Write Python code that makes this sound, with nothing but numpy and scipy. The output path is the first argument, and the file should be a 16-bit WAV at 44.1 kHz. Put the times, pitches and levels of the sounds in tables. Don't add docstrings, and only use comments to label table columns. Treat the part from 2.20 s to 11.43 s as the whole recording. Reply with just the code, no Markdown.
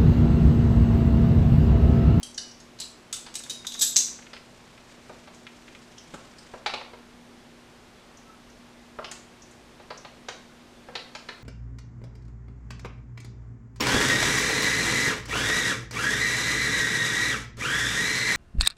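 import sys
import numpy as np
from scipy import signal
from scipy.fft import rfft, irfft
from scipy.io import wavfile
from scipy.ndimage import uniform_filter1d

SR = 44100
rng = np.random.default_rng(int(sys.argv[2]) if len(sys.argv) > 2 else 0)


def digitize_waveform(pressure):
    field = np.atleast_2d(pressure).T
    bounded = np.clip(field, -1, 1)
    quanta = np.round(bounded * 32767).astype(np.int16)
    wavfile.write(sys.argv[1], SR, quanta)


def makeup_ratio(level_db):
    decades = np.asarray(level_db, float) / 20
    return 10 ** decades


N = 407043


def evened(x):
    return x / np.sqrt(np.mean(x ** 2) + 1e-20)


def read(points, hz):
    f, value = np.transpose(points)
    return np.interp(np.log(hz + 1), np.log(f + 1), value)


def add(mix, start_s, sound):
    part = mix[round(start_s * SR):][:len(sound)]
    part += sound[:len(part)]


def noise(points, size):
    spectrum = rfft(rng.standard_normal(size))
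    gain = makeup_ratio(read(points, np.fft.rfftfreq(size, 1 / SR)))
    return evened(irfft(spectrum * gain, size))


def levelled(sound, db):
    return makeup_ratio(db) * sound / np.sqrt(uniform_filter1d(sound ** 2, 88).max())


def coloured(x, colour, smooth_hz):
    z, hz = rfft(x), np.fft.rfftfreq(len(x), 1 / SR)
    bins = max(int(smooth_hz / hz[1]), 1)
    lumps = np.sqrt(abs(uniform_filter1d(abs(z) ** 2, bins)) + 1e-12)
    cepstrum = irfft(np.log(makeup_ratio(read(colour, hz)) / lumps))
    cepstrum[1:len(x) // 2] *= 2
    cepstrum[len(x) // 2 + 1:] = 0
    return irfft(z * np.exp(rfft(cepstrum)))


# pitch_hz, level_db (per Hz)
HISS = [(20, -15.5), (40, -7), (80, -13.5), (150, -10), (300, -10.5), (500, -13), (1000, -16.5),
        (2200, -20.5), (3650, -23.5), (6000, -28), (8900, -33.5), (12000, -40.5), (15500, -49)]
# pitch_hz, level_db
FRIDGE_HUM = [(120, -70.5), (240, -56.5), (323, -76), (360, -66.5), (600, -75), (1081, -74)]


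def background():
    t = np.arange(N) / SR
    hum = np.zeros(N)
    for hz, db in FRIDGE_HUM:
        waver_db = 2.27 * np.sin(2 * np.pi * (0.606 * t + rng.random()))
        hum += makeup_ratio(db + 1.5 + waver_db) * np.sin(2 * np.pi * (hz * t + rng.random()))
    return makeup_ratio(-52.5) * noise(HISS, N) + hum


def chatter(length_s):
    when, size = rng.random((2, 12))
    place = np.clip(when * length_s * 2 * SR, 0, 2047).astype(int)
    train = np.zeros(2048)
    np.add.at(train, place, (size - 0.5) * 1.72 * (1 - when))
    train[0] += 1
    return train


def burst(colour, train, t60):
    t = np.arange(4096) / SR
    puff_power = makeup_ratio(-120 * t / t60) * (1 - np.exp(-t / 0.00063))
    envelope = np.sqrt(abs(signal.fftconvolve(train ** 2, puff_power)[:len(t)]))
    return coloured(envelope * rng.standard_normal(len(t)), colour, smooth_hz=350)


def strike(modes, crack, row, tilt_hz, crack_t60, held, least_width):
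    start_s, db, dull_db = row
    damping, chatter_s, outer_db, crack_db = held
    hz, width, mode_db = (np.tile(c, 2)[:, None] for c in np.transpose(modes))
    tilt = list(zip(tilt_hz, (outer_db + dull_db, 0, outer_db - dull_db)))
    place, detune, late = rng.standard_normal((3, *hz.shape))
    width = np.maximum(width * damping, least_width)
    is_twin = (np.arange(len(hz)) >= len(modes))[:, None]
    hz = hz + 0.35 * width * detune * is_twin
    t = np.maximum(np.arange(6144) / SR - 0.45 * chatter_s * abs(late), 0)
    fade = np.exp(-np.pi * width * t) * (1 - np.exp(-t / 0.0011))
    gain = width * makeup_ratio(mode_db + 1.2 * place + read(tilt, hz))
    sound = levelled((gain * fade * np.sin(2 * np.pi * hz * t)).sum(0), 0)
    crack_colour = [(f, level_db + read(tilt, f)) for f, level_db in crack]
    add(sound, 0, levelled(burst(crack_colour, chatter(chatter_s), crack_t60), crack_db))
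    return start_s, levelled(sound, db)


# pitch_hz, width_hz, level_db
TINY_MODES = [(3210, 59, -5), (3950, 78, -7), (4600, 160, -8), (5520, 180, 1), (6100, 34, -4),
              (6200, 48, -5), (6570, 140, -13), (7540, 19, -12), (7820, 110, -8), (8270, 36, -10),
              (8500, 32, -8), (9100, 49, -11), (11000, 90, -17)]
SMALL_MODES = [(1780, 26, -3.5), (2950, 56, -2.5), (3700, 30, -5), (4070, 55, -2), (4360, 26, -5),
               (4660, 210, 4), (5070, 35, 0), (5300, 29, -2), (5640, 190, 1), (5860, 39, 0), (6520, 38, 4),
               (7100, 75, -1), (7220, 35, -8), (7700, 40, -4), (8610, 46, -22), (9140, 35, -9),
               (10660, 42, -15), (10800, 80, -11)]
MIDDLE_MODES = [(2950, 43, -19), (3990, 30, -6), (4130, 50, -4), (4730, 180, -2), (4870, 28, -5),
                (5150, 25, -15), (5400, 28, -19), (5920, 82, -20), (6500, 66, -2), (6730, 15, -5),
                (7490, 34, 4), (7730, 33, 0), (7950, 68, -7), (8540, 51, -16), (8790, 41, -11),
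                (9060, 60, -8), (10900, 58, -13.5), (13400, 41, -30)]
LARGE_MODES = [(2296, 72, -24.5), (2570, 97, -21), (2940, 25, -11), (3630, 65, 3), (4650, 39, -11.5),
               (4930, 24, -5.5), (5444, 110, -14), (5700, 40, -5), (6200, 42, -23), (6170, 73, -7),
               (6740, 59, 4), (7580, 98, 4.5), (7800, 15, 8), (8130, 50, 5.5), (8680, 29, -17),
               (9070, 32, -6.5), (9800, 57, -16), (10100, 100, -6), (10300, 27, -18), (10800, 32, -18),
               (11300, 57, -26), (11400, 45, -27), (11700, 52, -25), (12200, 55, -21), (12500, 100, -24),
               (12600, 15, -25), (13500, 74, -24), (14000, 36, -29)]
SHAKEN_MODES = [(1680, 130, -25.5), (3490, 26, -14), (3720, 91, -7), (4120, 43, -13.5), (4930, 29, -8.5),
                (5670, 38, -12), (6030, 230, -11), (6600, 47, -8.5), (6720, 16, -10), (7010, 39, -7),
                (7350, 33, -8), (7600, 45, -5), (7800, 45, 0.5), (7800, 59, -12), (8260, 110, -20),
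                (8820, 41, -17), (9070, 37, -14), (9810, 42, -24), (10300, 46, -25), (10600, 30, -21),
                (10800, 47, -22), (11500, 34, -17), (12040, 36, -17.5), (12060, 31, -19.5),
                (12600, 32, -25), (13500, 38, -35), (14200, 43, -40.5), (15000, 95, -41)]
DROPPED_MODES = [(1680, 110, -23), (3630, 40, -7), (3960, 16, -12.5), (4140, 55, -9), (4650, 49, -13.5),
                 (4890, 45, -16.5), (5220, 24, -17), (5250, 64, -13), (5600, 41, -4.5), (5990, 31, -3),
                 (6130, 30, 4), (6380, 19, -2), (6620, 38, -4), (7420, 22, -5), (7730, 31, -9),
                 (7900, 20, -10.5), (8320, 38, -12.5), (8720, 29, -26.5), (9010, 71, -14.5),
                 (10110, 26, -27), (10300, 34, -26), (10800, 32, -17.5), (11500, 85, -24), (12100, 38, -16),
                 (12800, 34, -27), (13300, 26, -30.5), (13500, 30, -32), (13900, 79, -35)]
CROSSED_MODES = [(3070, 26, -14), (3770, 68, 0.5), (4500, 81, -11), (4900, 23, -10.5), (5370, 50, -13),
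                 (5810, 36, -4.5), (6600, 67, -7.5), (7740, 67, -3.5), (8000, 26, -9.5), (8610, 30, -14),
                 (9060, 30, -10), (9800, 87, -19.5), (10290, 65, -10), (12000, 50, -17)]
SWUNG_MODES = [(3730, 120, 2), (4110, 41, -13), (4600, 30, -16.5), (4940, 24, -9), (6100, 36, -13.5),
               (6690, 41, -7), (7630, 110, -11.5), (7800, 30, -11), (9290, 63, -19.5), (10200, 130, -21),
               (11100, 30, -19.5), (12200, 24, -16), (12600, 38, -26.5), (13500, 29, -29)]
# start_s, level_db, dullness_db
TINY_CLINKS = [
    (0.0298, -22, -1.5),
]
SMALL_CLINKS = [
    (0.177, -17, 1.3),
    (0.4, -39, 0),
]
MIDDLE_CLINKS = [
    (0.588, -33, 8),
    (0.601, -21, -1),
    (.614, -28.5, 12),
]
LARGE_CLINKS = [
    (0.927, -16.5, 0.5),
    (.941, -24, 1),
    (1.141, -29, 2),
    (1.154, -17.5, 1),
    (1.237, -27, 1.5),
]
SHAKEN_CLINKS = [
    (1.592, -19.5, 0.00035),
    (1.668, -22, 0),
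]
DROPPED_CLINKS = [
    (1.760, -6.5, 4.5),
    (1.7655, 0.5, 1.5),
    (1.7686, -13.5, 4),
    (1.774, -8, -2),
    (1.776, -15.5, -9),
    (1.787, -12.5, -2),
    (1.789, -16, -7),
    (1.803, -35.5, -1.5),
    (1.808, -29.5, 6),
]
CROSSED_CLINKS = [
    (1.297, -20, 0),
    (1.307, -21, 4),
]
SWUNG_CLINKS = [
    (1.449, -34.5, 2),
    (1.468, -16.5, -0.5),
    (1.52, -24, -0.5),
    (1.54, -23, 0.5),
]
# damping_ratio, chatter_s, outer_modes_db, crack_db
SPOON_GRIPS = [
    (2.1, .005, 8, -6),
    (2.4, .006, -1.5, -13),
    (4.1, 0.0056, 9, 0),
    (3.6, 0.0041, 9.5, 2.5),
    (2, 0.0066, 3.5, -2.5),
    (4.3, .0005, -1.5, 2),
    (2.1, .005, 5.5, 0),
    (3, .005, 3, -1.5),
]
# pitch_hz, level_db
METAL_CRACK = [(1200, -24), (2800, -12), (4000, -8), (6500, 6), (8500, -6.5), (10000, -15.5),
               (15000, -27.5)]


def spoons():
    out = np.zeros(N)
    shake = [(1.620 + k * 0.0052, -8.5 - 1.42 * k ** 2, -1) for k in range(-2, 3)]
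    played = [(TINY_MODES, TINY_CLINKS), (SMALL_MODES, SMALL_CLINKS), (MIDDLE_MODES, MIDDLE_CLINKS),
              (LARGE_MODES, LARGE_CLINKS), (SHAKEN_MODES, SHAKEN_CLINKS + shake),
              (DROPPED_MODES, DROPPED_CLINKS), (CROSSED_MODES, CROSSED_CLINKS), (SWUNG_MODES, SWUNG_CLINKS)]
    for (modes, clinks), grip in zip(played, SPOON_GRIPS):
        for row in clinks:
            add(out, *strike(modes, METAL_CRACK, row, (3700, 6500, 11000), 0.0065, grip, least_width=85))
    return out


def ring(start_s, db, hz, t60, rise_s):
    t = np.arange(16384) / SR
    return start_s, makeup_ratio(db - 60 * t / t60) * (1 - np.exp(-t / rise_s)) * np.sin(2 * np.pi * hz * t)


# start_s, level_db, pitch_hz, t60_s
HANDLES = [(.031, -39, 5520, 0.14), (0.177, -40.5, 2950, 0.42), (.178, -52, 9070, .3),
           (.602, -45, 9060, .35), (.93, -36, 6750, .2), (.93, -33, 7650, .1), (1.155, -30, 7620, .07),
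           (.945, -32.5, 3623, 0.15), (.93, -44, 9060, .3), (1.155, -37, 8125, .3), (1.142, -41, 9065, .3),
           (1.238, -47, 9065, .2), (1.298, -41, 4931, .6), (1.298, -36, 3790, .12), (1.299, -45, 9070, .15),
           (1.472, -35, 4931, .16), (1.467, -33.5, 3768, .2), (1.48, -38.5, 6700, .15),
           (1.573, -22, 3800, .1), (1.611, -19, 7800, .08), (1.622, -17.5, 7800, .1),
           (1.761, -13, 3630, .06), (1.768, -15, 3510, .05), (1.574, -35.5, 5700, .15),
           (1.585, -33, 7810, .2), (1.576, -37, 9060, .2), (1.614, -27.5, 4931, .2), (1.79, -16, 6620, .12),
           (1.79, -31.5, 9010, .12)]


def handles():
    out = np.zeros(N)
    for row in HANDLES:
        add(out, *ring(*row, rise_s=0.006))
    return out


def tick(start_s, db, hz, width, chatter_s):
    colour = [(hz - 2 * min(width, hz / 3), -30), (hz - width / 2, -4), (hz, 0),
              (hz + width / 2, -4), (hz + 3.36 * width, -30), (22000, -60)]
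    return start_s, levelled(burst(colour, chatter(chatter_s), 0.02), db)


def ticks(rows):
    out = np.zeros(N)
    for row in rows:
        add(out, *tick(*row))
    return out


# start_s, level_db, pitch_hz
PINGS = [(0.144, -33.5, 6100), (.179, -37, 1710), (.311, -38, 5530), (0.929, -36.5, 1340),
         (3.779, -39.5, 3180), (3.781, -34, 5700), (3.940, -34, 1290), (4.184, -38, 4930),
         (4.185, -44, 7950), (4.462, -27, 3970), (5.972, -40.5, 6100), (6.299, -48, 5870),
         (6.847, -35, 5160), (7.22, -38.5, 6070), (7.705, -35, 4460), (7.775, -35, 5900),
         (8.086, -29, 5980), (8.753, -25, 3970), (9.088, -33, 4350), (9.09, -33, 1720)]
# start_s, level_db, pitch_hz
RATTLES = [(3.146, -42, 6530), (3.942, -37, 7100), (6.787, -26.5, 1220), (6.846, -29.5, 2930),
           (6.913, -27.5, 6880), (7.31, -46, 7100), (8.11, -44, 6200), (4.464, -24, 3800),
           (4.54, -28, 3800), (8.755, -27, 4300), (.617, -28, 4400)]


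def pings_and_rattles():
    rows = [(s, db, hz, 0.17 * hz, 0.0042) for s, db, hz in PINGS]
    rows += [(s, db, hz, 0.28 * hz, 0.0042) for s, db, hz in RATTLES]
    return ticks(rows)


# pitch_hz, width_hz, level_db
JAR_MODES = [(522, 27, 5.5), (700, 68, 0), (960, 26, -8), (1030, 29, -13.5), (1630, 150, 1), (2090, 34, 5),
             (2280, 71, -28), (2590, 36, -2), (3790, 15, 4), (4100, 43, -13), (4320, 29, 2),
             (5160, 19, -12), (5320, 16, -8), (5800, 34, -16), (6400, 130, -20)]
LID_MODES = [(543, 36, -2.5), (895, 24, 3.5), (1090, 22, -4.5), (1590, 150, -2), (2330, 74, -7),
             (2560, 32, 1.5), (2460, 63, -4), (2810, 43, -7), (3060, 46, -10), (3680, 27, -6),
             (4000, 77, -5), (5240, 24, -12)]
BOWL_MODES = [(504, 34, -4), (896, 24, -2), (1135, 23, -1), (2040, 50, -11), (3400, 28, -10),
              (4160, 51, -16), (5000, 53, -5), (5650, 28, -20)]
RIM_MODES = [(520, 34, -3), (894, 24, 2), (1050, 19, -9), (1570, 89, -8), (1760, 37, 3), (2130, 22, -5),
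             (2290, 30, -14), (2615, 39, 1), (3230, 36, -19), (3810, 19, -5), (3920, 54, -2),
             (4410, 80, -8), (5330, 37, -9), (6900, 86, -12)]
# start_s, level_db, dullness_db
JAR_KNOCKS = [
    (7.848, -28.5, 4),
    (8.085, -19, 0.5),
]
LID_KNOCKS = [
    (4.461, -13, -1),
    (4.537, -17.5, 0.5),
    (4.61, -27, 5),
]
BOWL_KNOCKS = [
    (1.064, -30.5, -3.5),
    (2.132, -28, -3.5),
    (6.844, -24.5, -2.5),
    (6.914, -28, -4),
    (7.704, -23.5, 7),
]
JAR_BUMPS = [
    (2.895, -28, 14),
    (3.073, -34.5, 4.6),
    (3.938, -29, 6.2),
    (4.337, -25, 16),
    (4.734, -30, 8.9),
    (6.787, -22.5, 14),
    (7.599, -33, 9.7),
    (8.686, -28, 14),
]
RIM_KNOCKS = [
    (8.753, -19.5, 0),
    (8.95, -24, -2),
    (9.087, -24, 2),
]
# damping_ratio, chatter_s, outer_modes_db, crack_db
JAR_GRIPS = [
    (3.4, 0.00402, 1.5, 4.9),
    (3.5, 0.00403, 0, 1.6),
    (2.1, 0.00404, -1.5, 5.5),
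    (9.7, 0.00441, 4.5, 2.1),
    (3.3, 0.00402, 2, 2),
]
# pitch_hz, level_db
KNOCK_CRACK = [(90, -66), (250, -29.5), (500, 12.5), (1500, 8), (4500, 3.5), (7500, -14), (10000, -22.5),
               (14000, -46)]


def jars():
    out = np.zeros(N)
    played = [(JAR_MODES, JAR_KNOCKS), (LID_MODES, LID_KNOCKS), (BOWL_MODES, BOWL_KNOCKS),
              (JAR_MODES, JAR_BUMPS), (RIM_MODES, RIM_KNOCKS)]
    for (modes, knocks), grip in zip(played, JAR_GRIPS):
        for row in knocks:
            add(out, *strike(modes, KNOCK_CRACK, row, (750, 2200, 5000), 0.02, grip, least_width=240))
    return out


# start_s, level_db
RING_TICKS = [(1.085, -52), (1.201, -51), (1.264, -49), (1.447, -44), (1.55, -45.5), (1.988, -49)]
CAP_TICKS = [(1.882, -54), (1.945, -55), (2.023, -53), (2.066, -50), (2.165, -46), (2.576, -53.5),
             (3.267, -44), (3.48, -49), (3.549, -47.5)]
# start_s, level_db, pitch_hz, width_hz, chatter_s
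THUD = [
    (3.937, -41, 230, 150, .008),
]


def near_ticks():
    rows = [(s, db, 1570, 1800, 0.0038) for s, db in RING_TICKS]
    rows += [(s, db, 2240, 1900, 0.0055) for s, db in CAP_TICKS]
    return ticks(rows + THUD)


# start_s, level_db
RUSTLE = [
    (1.898, -59),
    (2.25, -61),
    (3.87, -59),
    (4.4, -58),
]
# pitch_hz, level_db
RUSTLE_COLOUR = [(400, -1.5), (1000, -5.5), (2500, -5), (5000, -6.5), (8000, -9), (12000, -35.5)]


def rustle():
    start_s, db = np.transpose(RUSTLE)
    level = makeup_ratio(np.interp(np.arange(N) / SR, start_s, db, left=-120, right=-120))
    lumps = makeup_ratio(3.2 * evened(uniform_filter1d(rng.standard_normal(N), 500)))
    return level * evened(noise(RUSTLE_COLOUR, N) * lumps)


# pitch_hz, width_hz, level_db
CAP_MODES = [(1720, 110, -7), (2390, 140, 8), (3330, 110, -2), (4550, 180, -13), (5460, 110, -20)]
# start_s, level_db
CAP_TAPS = [
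    (3.267, -40.5),
    (3.481, -45),
    (3.548, -43),
]


def cap_taps():
    out = np.zeros(N)
    for start_s, db in CAP_TAPS:
        for hz, width, mode_db in CAP_MODES:
            add(out, *ring(start_s, db + mode_db, hz, 3.8 / width, rise_s=0.002))
    return out


def squeak(start_s, length_s, hz, db, sag):
    size = round(length_s * SR)
    waver, grip = (evened(uniform_filter1d(v, 600))[:size] for v in rng.standard_normal((2, 16384)))
    pitch = hz * (1 + 0.012 * waver - sag * np.arange(size) / size)
    tone = np.sin(2 * np.pi * np.cumsum(pitch) / SR)
    return start_s, makeup_ratio(db + 4 * grip) * tone * np.hanning(size)


# start_s, length_s, pitch_hz, level_db
SQUEAKS = [
    (6.041, 0.12, 1300, -47),
    (8.65, 0.13, 1720, -49),
    (8.5, 0.19, 3450, -57),
    (5.15, .15, 3400, -61),
    (5.72, .15, 3400, -61),
]


def squeaks():
    out = np.zeros(N)
    for row, sag in zip(SQUEAKS, [0, 0.12, 0, 0, 0]):
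        add(out, *squeak(*row, sag))
    return out


# pitch_hz, t60_s
ROOM_DECAY = [(300, 0.44), (800, 0.42), (2000, 0.44), (5500, 0.42), (9000, 0.38), (14000, 0.27)]
# pitch_hz, level_db
CUPBOARDS = [(530, -0.5), (670, -3.5), (850, 0.5), (1350, -0.5)]


def tail():
    taps = np.zeros(SR // 2)
    at = np.arange(200, len(taps) - 20, 20) + rng.integers(0, 20, (len(taps) - 201) // 20)
    taps[at] = rng.choice([-1., 1.], at.shape)
    hz, t, z = signal.stft(taps, SR, nperseg=256)
    fade = makeup_ratio(-60 * t / read(ROOM_DECAY, hz)[:, None]) * (1 - np.exp(-t / 0.008))
    fading = signal.istft(z * fade, SR, nperseg=256)[1]
    fading = coloured(fading[:SR // 2], CUPBOARDS, smooth_hz=80)
    return fading / np.linalg.norm(fading)


# delay_s, level_db
ECHOES = [(.0024, -2), (.0051, -5.5), (.0083, -12), (0.013, -11), (0.02, -14), (.038, -15.5)]


def kitchen(x, tail_db):
    early = np.zeros(SR // 2)
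    early[0] = 1
    for delay_s, db in ECHOES:
        early[round(delay_s * SR)] += makeup_ratio(db)
    out = signal.oaconvolve(x, coloured(early, CUPBOARDS, smooth_hz=145.6))
    turn = np.pi * 1.7 * np.arange(N) / SR
    for k in range(3):
        share = np.sqrt(2 / 3) * abs(np.cos(turn + k * np.pi / 3))
        out += makeup_ratio(tail_db) * signal.fftconvolve(x * share, tail())
    return out[:N]


def scene():
    near = near_ticks()
    metal = spoons() + handles() + pings_and_rattles()
    counter = jars() + cap_taps() + squeaks()
    far = metal + counter + makeup_ratio(6.0) * near
    return (makeup_ratio(-6.5) * kitchen(far, tail_db=-4.5) + near + rustle() + background())[None]


def top_cut(x):
    return signal.sosfilt(signal.butter(12, 15690, fs=SR, output="sos"), x)


def record(dry):
    lowpass = signal.firwin(255, 15300, window=("kaiser", 9), fs=SR)
    limited = signal.oaconvolve(dry, lowpass[None], "same")
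    return top_cut(limited)


dry = scene()
out = record(dry)
digitize_waveform(out)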